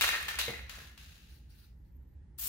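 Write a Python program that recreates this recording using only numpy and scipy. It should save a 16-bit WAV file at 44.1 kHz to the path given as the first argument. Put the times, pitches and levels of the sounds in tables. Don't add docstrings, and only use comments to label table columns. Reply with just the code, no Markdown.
import sys
import numpy as np
from scipy import signal
from scipy.io import wavfile
from scipy.ndimage import uniform_filter1d

SR = 44100
rng = np.random.default_rng(int(sys.argv[2]) if len(sys.argv) > 2 else 0)


def ratio_of_db(decibels):
    return 10 ** (np.asarray(decibels, float) / 20)


def master(y):
    cut = np.clip(np.atleast_2d(y).T, -1, 1)
    pcm = np.round(cut * 32767)
    wavfile.write(sys.argv[1], SR, pcm.astype(np.int16))


N = 109456

# [f/Hz, level/dB per Hz]
RUMBLE_TONE = [(12, -57.5), (20, -37), (35, -18), (59, 2.5), (77, -3.5), (91, -15.5), (123, -13),
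               (309, -26), (700, -44), (910, -63), (1540, -120)]
# [f/Hz, likeness 0-1]
RUMBLE_LIKENESS = [(60, 0.97), (125, 1), (250, 0.79), (500, 0.35), (1000, 0.089)]
# [f/Hz, level/dB per Hz]
HISS_TONE = [(410, -49), (700, -22), (815, -2), (1070, -14), (1520, -13.5), (1770, -11.5), (2600, -20.5),
             (11800, -30.5), (12300, -71)]
# [f/Hz, t60/s]
ROOM_DECAY = [(300, .45), (1000, 0.42), (3000, 0.64), (8000, 0.39), (15000, 0.33)]
# [t/s, level/dB]
FIZZ_LEVEL = [(0.0, -41.5), (0.0102, -51.5), (0.012, -30), (0.282, -52), (0.284, -40), (0.387, -55.5),
              (0.389, -33), (0.426, -39), (0.693, -68.5), (0.696, -45.5), (0.71, -51), (0.828, -55.5),
              (0.975, -69), (0.978, -57), (1.28, -67.5), (1.44, -78), (1.7, -82.5), (1.8, -110)]
# [f/Hz, level/dB per Hz]
FIZZ_TONE = [(290, -36.5), (500, -11), (1030, -9.5), (1690, -0.5), (2160, -5), (3650, -3), (8090, -11),
             (13800, -12), (16000, -13)]
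# [f/Hz, width/Hz, lift/dB]
AIR_SPACE = [(1510, 140, -0.5), (2695, 440, 7), (3854, 460, 3.5), (4330, 1400, 2), (6530, 790, 3.5),
             (8780, 1000, -8), (9660, 500, 5), (14300, 1100, 0.5)]
# [t/s, peak level/dB, treble of the tick/dB, pitch of the spot struck f/Hz]
CLACKS = [(0.0105, -14.5, -8, 2860), (0.0147, -23, -16, 2890), (0.0199, -17, -9.5, 2930),
          (0.0245, -17, -13.5, 2890), (0.0388, -17, -13, 1780), (0.041, -20.5, -13, 1780),
          (0.0440, -18.5, -23, 1830), (0.0475, -22, -23.5, 1800), (0.0530, -21, -20.5, 2300),
          (0.0634, -25, -16.5, 1740), (0.0790, -16, -13.5, 2900), (0.0904, -13.5, -19, 1400),
          (0.1054, -33, -25, 2170), (0.1270, -25, -24, 1800), (0.1340, -19, -27.5, 1470),
          (0.1407, -18, -29, 2110), (0.1440, -26.5, -23, 1390), (0.1520, -23, -29, 1800),
          (0.1604, -25, -21, 1700), (0.181, -29, -25, 1510), (0.2121, -30, -11, 1860),
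          (0.2293, -29, -9.5, 1870), (0.2830, -21.5, -16, 2780), (0.2852, -26, -20, 1900),
          (0.2887, -24, -12, 1810), (0.3100, -31, -29.5, 1800), (0.343, -28.5, -31, 1710),
          (0.3560, -34.5, -4.5, 2780), (0.3880, -18.5, -11.5, 2630), (0.3908, -25, -5.5, 3900),
          (0.3940, -27, -19, 1960), (0.4141, -25, -32, 3970), (0.4828, -29, -36.5, 2200),
          (0.5087, -37, -31, 2110), (0.5374, -31.5, -43, 2070), (0.5926, -35, -35, 2060),
          (0.6947, -36, -12, 1650), (0.7007, -41.5, -23, 1650), (0.7464, -41.5, -24, 1710),
          (0.7854, -39.5, -22, 1676), (0.977, -45.5, -11, 2770)]
# [f/Hz, level/dB, t60/s]
CAN_MODES = [(634, -20, 0.011), (1037, -21.5, 0.079), (1377, -9, 0.027), (1662, -5.5, 0.013),
             (1822, -2.5, 0.035), (2121, -4.5, 0.035), (2438, -4.5, 0.032), (2807, -6.5, 0.04),
             (3144, -11, 0.049), (3570, -9, 0.041), (3940, -5.5, .05), (4450, -4.5, .015),
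             (6270, -6, 0.028)]
# [t/s, level/dB, brightness/dB per octave]
SKITTER_PATH = [
    (0.01, -43, -2),
    (0.012, -33, -3),
    (0.15, -34, -2),
    (0.224, -47, -7),
    (0.3875, -39.5, -1),
    (0.389, -44, -1.5),
    (0.656, -54, -3),
    (0.788, -53.5, -14.5),
    (0.97, -66.5, -9.5),
]
# [t/s, f/Hz, level/dB]
SING_HIGH = [
    (0.388, 4060, -41),
    (0.44, 3880, -40.5),
    (0.47, 3900, -50),
    (0.484, 3970, -48.5),
    (0.54, 3830, -68),
    (0.68, 4000, -79),
]
# [t/s, f/Hz, level/dB]
SING_LOW = [
    (0.46, 2100, -57),
    (0.482, 2110, -40.5),
    (0.528, 2050, -55),
    (0.536, 2010, -45),
    (0.668, 1960, -66.5),
    (0.694, 1850, -65),
    (0.772, 1740, -66),
    (0.788, 1750, -59.5),
    (0.92, 1810, -77),
]
# [f/Hz, level/dB, t60/s]
THUD_MODES = [(122, -8, 0.18), (196, -11, 0.17), (323, -14, 0.065), (475, 3, 0.042), (527, -10.5, 0.24),
              (704, -5.5, 0.044)]
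# [start t/s, length/s, level/dB]
SWISHES = [
    (1.14, 0.11, -73.5),
    (1.29, 0.067, -65),
    (1.488, 0.088, -67),
    (1.575, 0.081, -68),
    (1.834, 0.051, -83.5),
]
# [f/Hz, level/dB per Hz]
SWISH_TONE = [(900, -28.5), (1450, -1.5), (2100, -8), (2750, -2.5), (3300, -8.5), (4200, 2), (8200, -15.5),
              (9700, -5), (10800, -14.5), (14000, -6.5)]
# [t/s, f/Hz, level/dB]
FAN_WHINE = [(1.2, 1920, -90), (1.3, 1920, -92.5), (1.45, 1900, -95.5), (1.72, 1950, -91), (2.0, 1900, -98),
             (2.05, 1880, -90.5), (2.48, 1830, -88)]
# [t/s, f/Hz, level/dB]
SQUEAK_PATH = [
    (1.75, 12500, -95.5),
    (1.8, 12300, -86),
    (1.838, 12430, -93),
    (1.904, 13770, -88),
    (1.942, 13800, -82),
    (1.994, 12440, -88.5),
    (2.09, 11660, -94),
    (2.116, 12500, -82),
    (2.18, 11700, -104),
]
# [f/Hz, level/dB per Hz]
SPRAY_TONE = [(240, -43), (400, -18), (467, -27), (979, -18), (1440, -17.5), (5350, -10), (10500, -7),
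              (14100, -1), (16000, -2)]


def evened(x):
    return x / np.sqrt(np.mean(x ** 2) + 1e-20)


def flicker(samples):
    return evened(uniform_filter1d(rng.standard_normal(N), samples))


def read(points, hz):
    f, value = np.transpose(points)
    return np.interp(np.log(hz + 1), np.log(f + 1), value)


def curve(rows, col=1):
    return np.interp(np.arange(N) / SR, [r[0] for r in rows], [r[col] for r in rows])


def add(mix, s, sound):
    part = mix[max(round(s * SR), 0):][:len(sound)]
    part += sound[:len(part)]


def high(x, hz, order=2):
    return signal.sosfilt(signal.butter(order, hz, "high", fs=SR, output="sos"), x)


def noise(tone, same, patchy_db, size=1024):
    hz = np.fft.rfftfreq(size, 1 / SR)
    a, b, c, d, patches = rng.standard_normal((4 * N // size + 5, len(hz), 5)).T
    patches = evened(uniform_filter1d(uniform_filter1d(patches, 9, 0), 9, 1))
    likeness = np.clip(same(hz), -1, 1)[:, None]
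    left = a + 1j * b
    right = likeness * left + np.sqrt(1 - likeness ** 2) * (c + 1j * d)
    z = np.array([left, right]) * ratio_of_db(read(tone, hz)[:, None] + patchy_db * patches)
    return evened(signal.istft(z, nperseg=size, noverlap=3 * size // 4)[1][:, :N])


def ring(hz, db, t60):
    t = np.arange(6000) / SR
    return ratio_of_db(db - 60 * t / t60) * np.sin(2 * np.pi * hz * t)


def room_tone():
    rumble = noise(RUMBLE_TONE, lambda hz: read(RUMBLE_LIKENESS, hz), patchy_db=1.5, size=4096)
    hiss = noise(HISS_TONE, lambda hz: 0.18 + 0 * hz, patchy_db=2.0)
    return ratio_of_db(-52.5) * rumble + ratio_of_db(-81) * hiss


def fizz():
    flicker_db = 1.4 * flicker(150)
    hz = np.geomspace(300, 17000, 400)
    lift_db = sum(db / (1 + (2 * (hz - f) / width) ** 2) for f, width, db in AIR_SPACE)
    tone = np.c_[hz, read(FIZZ_TONE, hz) + lift_db]
    hiss = noise(tone, lambda hz: 0.058 + 0 * hz, patchy_db=0, size=512)
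    return hiss * ratio_of_db(curve(FIZZ_LEVEL) + 2.5 + flicker_db)


def clacks():
    tick_s, tick_db = 0.00027, 5.5
    ring_db, scatter_db, spot_db_per_oct = -5.5, 2, 16
    out, t = np.zeros(N), np.arange(400) / SR
    for s, db, treble_db, spot_hz in CLACKS:
        snap = (t == 0) + 0.83 * rng.standard_normal(400) * np.exp(-t / tick_s)
        tick = high(snap / np.linalg.norm(snap), 2500)
        add(out, s, ratio_of_db(db + treble_db + 14.5 + tick_db) * tick)
        wall = np.zeros(6000)
        for hz, mode_db, t60 in CAN_MODES:
            level_scatter, pitch_scatter = rng.standard_normal(2)
            away_db = spot_db_per_oct * abs(np.log2(hz / spot_hz))
            wall += ring(hz * (1 + 0.015 * pitch_scatter), mode_db + scatter_db * level_scatter - away_db, t60)
        add(out, s, ratio_of_db(db + ring_db) * wall)
    return out


def skitter():
    skips_per_s, spread_db = 900, 2
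    size = ratio_of_db(spread_db * np.minimum(rng.exponential(1, N), 2)) * (rng.random(N) < skips_per_s / SR)
    modes = 3 * CAN_MODES
    which = rng.integers(0, len(modes), N)
    tilt_db = curve(SKITTER_PATH, col=2)
    out = np.zeros(N)
    for k, (hz, db, t60) in enumerate(modes):
        skips = size * (which == k) * ratio_of_db(tilt_db * np.log2(hz / 2000))
        out += signal.oaconvolve(skips, ring(hz * rng.uniform(0.92, 1.05), db, 0.59 * t60))[:N]
    rolling = np.arange(N) < SKITTER_PATH[-1][0] * SR
    return evened(out) * ratio_of_db(curve(SKITTER_PATH) - 6.5) * rolling


def singing(rows):
    width_hz = 220
    t, r = np.arange(N) / SR, np.exp(-np.pi * width_hz / SR)
    raw = rng.standard_normal(N) + 1j * rng.standard_normal(N)
    slow = signal.lfilter([1], [1, -2 * r, r * r], raw)
    carrier = np.exp(2j * np.pi * np.cumsum(curve(rows)) / SR)
    on = (t > rows[0][0]) & (t < rows[-1][0])
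    return on * ratio_of_db(curve(rows, col=2) - 3) * evened((slow * carrier).real)


def thud():
    out, t = np.zeros(N), np.arange(6000) / SR
    band = signal.butter(2, [130, 850], "band", fs=SR, output="sos")
    puff = evened(signal.sosfilt(band, rng.standard_normal(6000))) * ratio_of_db(-8 - 60 * t / 0.2)
    knock = sum(ring(*mode) for mode in THUD_MODES) + puff
    soft_start = np.minimum(t / 0.0036, 1)
    add(out, 0.479, ratio_of_db(-32.5) * knock * soft_start)
    return out


def swishes():
    rise_s, fall_s = 0.016, 0.045
    t, level = np.arange(N) / SR, np.zeros(N)
    for s, length, db in SWISHES:
        rise = np.clip((t - s) / rise_s, 0, 1)
        fall = np.exp(-np.maximum(t - s - length, 0) / fall_s)
        level += ratio_of_db(db) * rise * fall
    return level * noise(SWISH_TONE, lambda hz: 0.072 + 0 * hz, patchy_db=2.5, size=512)


def fan():
    return singing(FAN_WHINE)


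def squeak():
    t = np.arange(N) / SR
    on = (t > SQUEAK_PATH[0][0]) & (t < SQUEAK_PATH[-1][0])
    waver_db = 4 * flicker(500)
    jitter_hz = 900 * uniform_filter1d(rng.standard_normal(N), 60)
    phase = 2 * np.pi * np.cumsum(curve(SQUEAK_PATH) + 25 * waver_db + jitter_hz) / SR
    return np.sqrt(2) * on * ratio_of_db(curve(SQUEAK_PATH, col=2) - 0.5 + waver_db) * np.sin(phase)


def spray():
    start_s, rise_s, level_db, grow_db_per_s = 2.376, 0.013, -37.5, 43
    t = np.maximum(np.arange(N) / SR - start_s, 0)
    sputter_db = 1.9 * flicker(60)
    opening = 1 - np.exp(-(t / rise_s) ** 2)
    level = opening * ratio_of_db(level_db + grow_db_per_s * t + sputter_db)
    return noise(SPRAY_TONE, lambda hz: 0.046 + 0 * hz, patchy_db=0.9, size=256) * level


def room(x, wet_db):
    taps = np.zeros((2, SR))
    at = np.arange(100, SR - 20, 20) + rng.integers(0, 20, (2, (SR - 101) // 20))
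    np.put_along_axis(taps, at, rng.choice([-1., 1.], at.shape), 1)
    hz, t, z = signal.stft(taps, SR, nperseg=256)
    tail = signal.istft(z * ratio_of_db(-60 * t / read(ROOM_DECAY, hz)[:, None]), SR, nperseg=256)[1]
    return ratio_of_db(wet_db) * signal.fftconvolve(x[None], tail / np.linalg.norm(tail[0]), axes=1)[:, :N]


def scene():
    pan = np.array([[0.5], [-0.5]])
    background = room_tone()
    paint = fizz()
    can = high(clacks(), 600) + skitter() + singing(SING_HIGH) + singing(SING_LOW)
    knock = thud()
    late_right = np.r_[np.zeros(5), can][:N]
    direct = np.array([can, late_right])
    paint = paint + swishes()
    background = background + fan()
    near = (direct + squeak() + paint) * ratio_of_db(2 * pan) + spray() * ratio_of_db(2.5 * pan)
    near = near + high(near, 9000) * (ratio_of_db(4 * pan) - 1)
    reflections = room(can + high(knock, 280), wet_db=-3)
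    return near + knock + reflections + background * ratio_of_db(-1.2 * pan)


def low_pass(x):
    return signal.sosfilt(signal.butter(12, 16960, fs=SR, output="sos"), x)


def record(dry):
    upper_edge = signal.firwin(511, 15800, window=("kaiser", 9), fs=SR)
    mix = signal.oaconvolve(high(dry, 18), upper_edge[None], "same")
    return low_pass(mix)


dry = scene()
out = record(dry)
master(out)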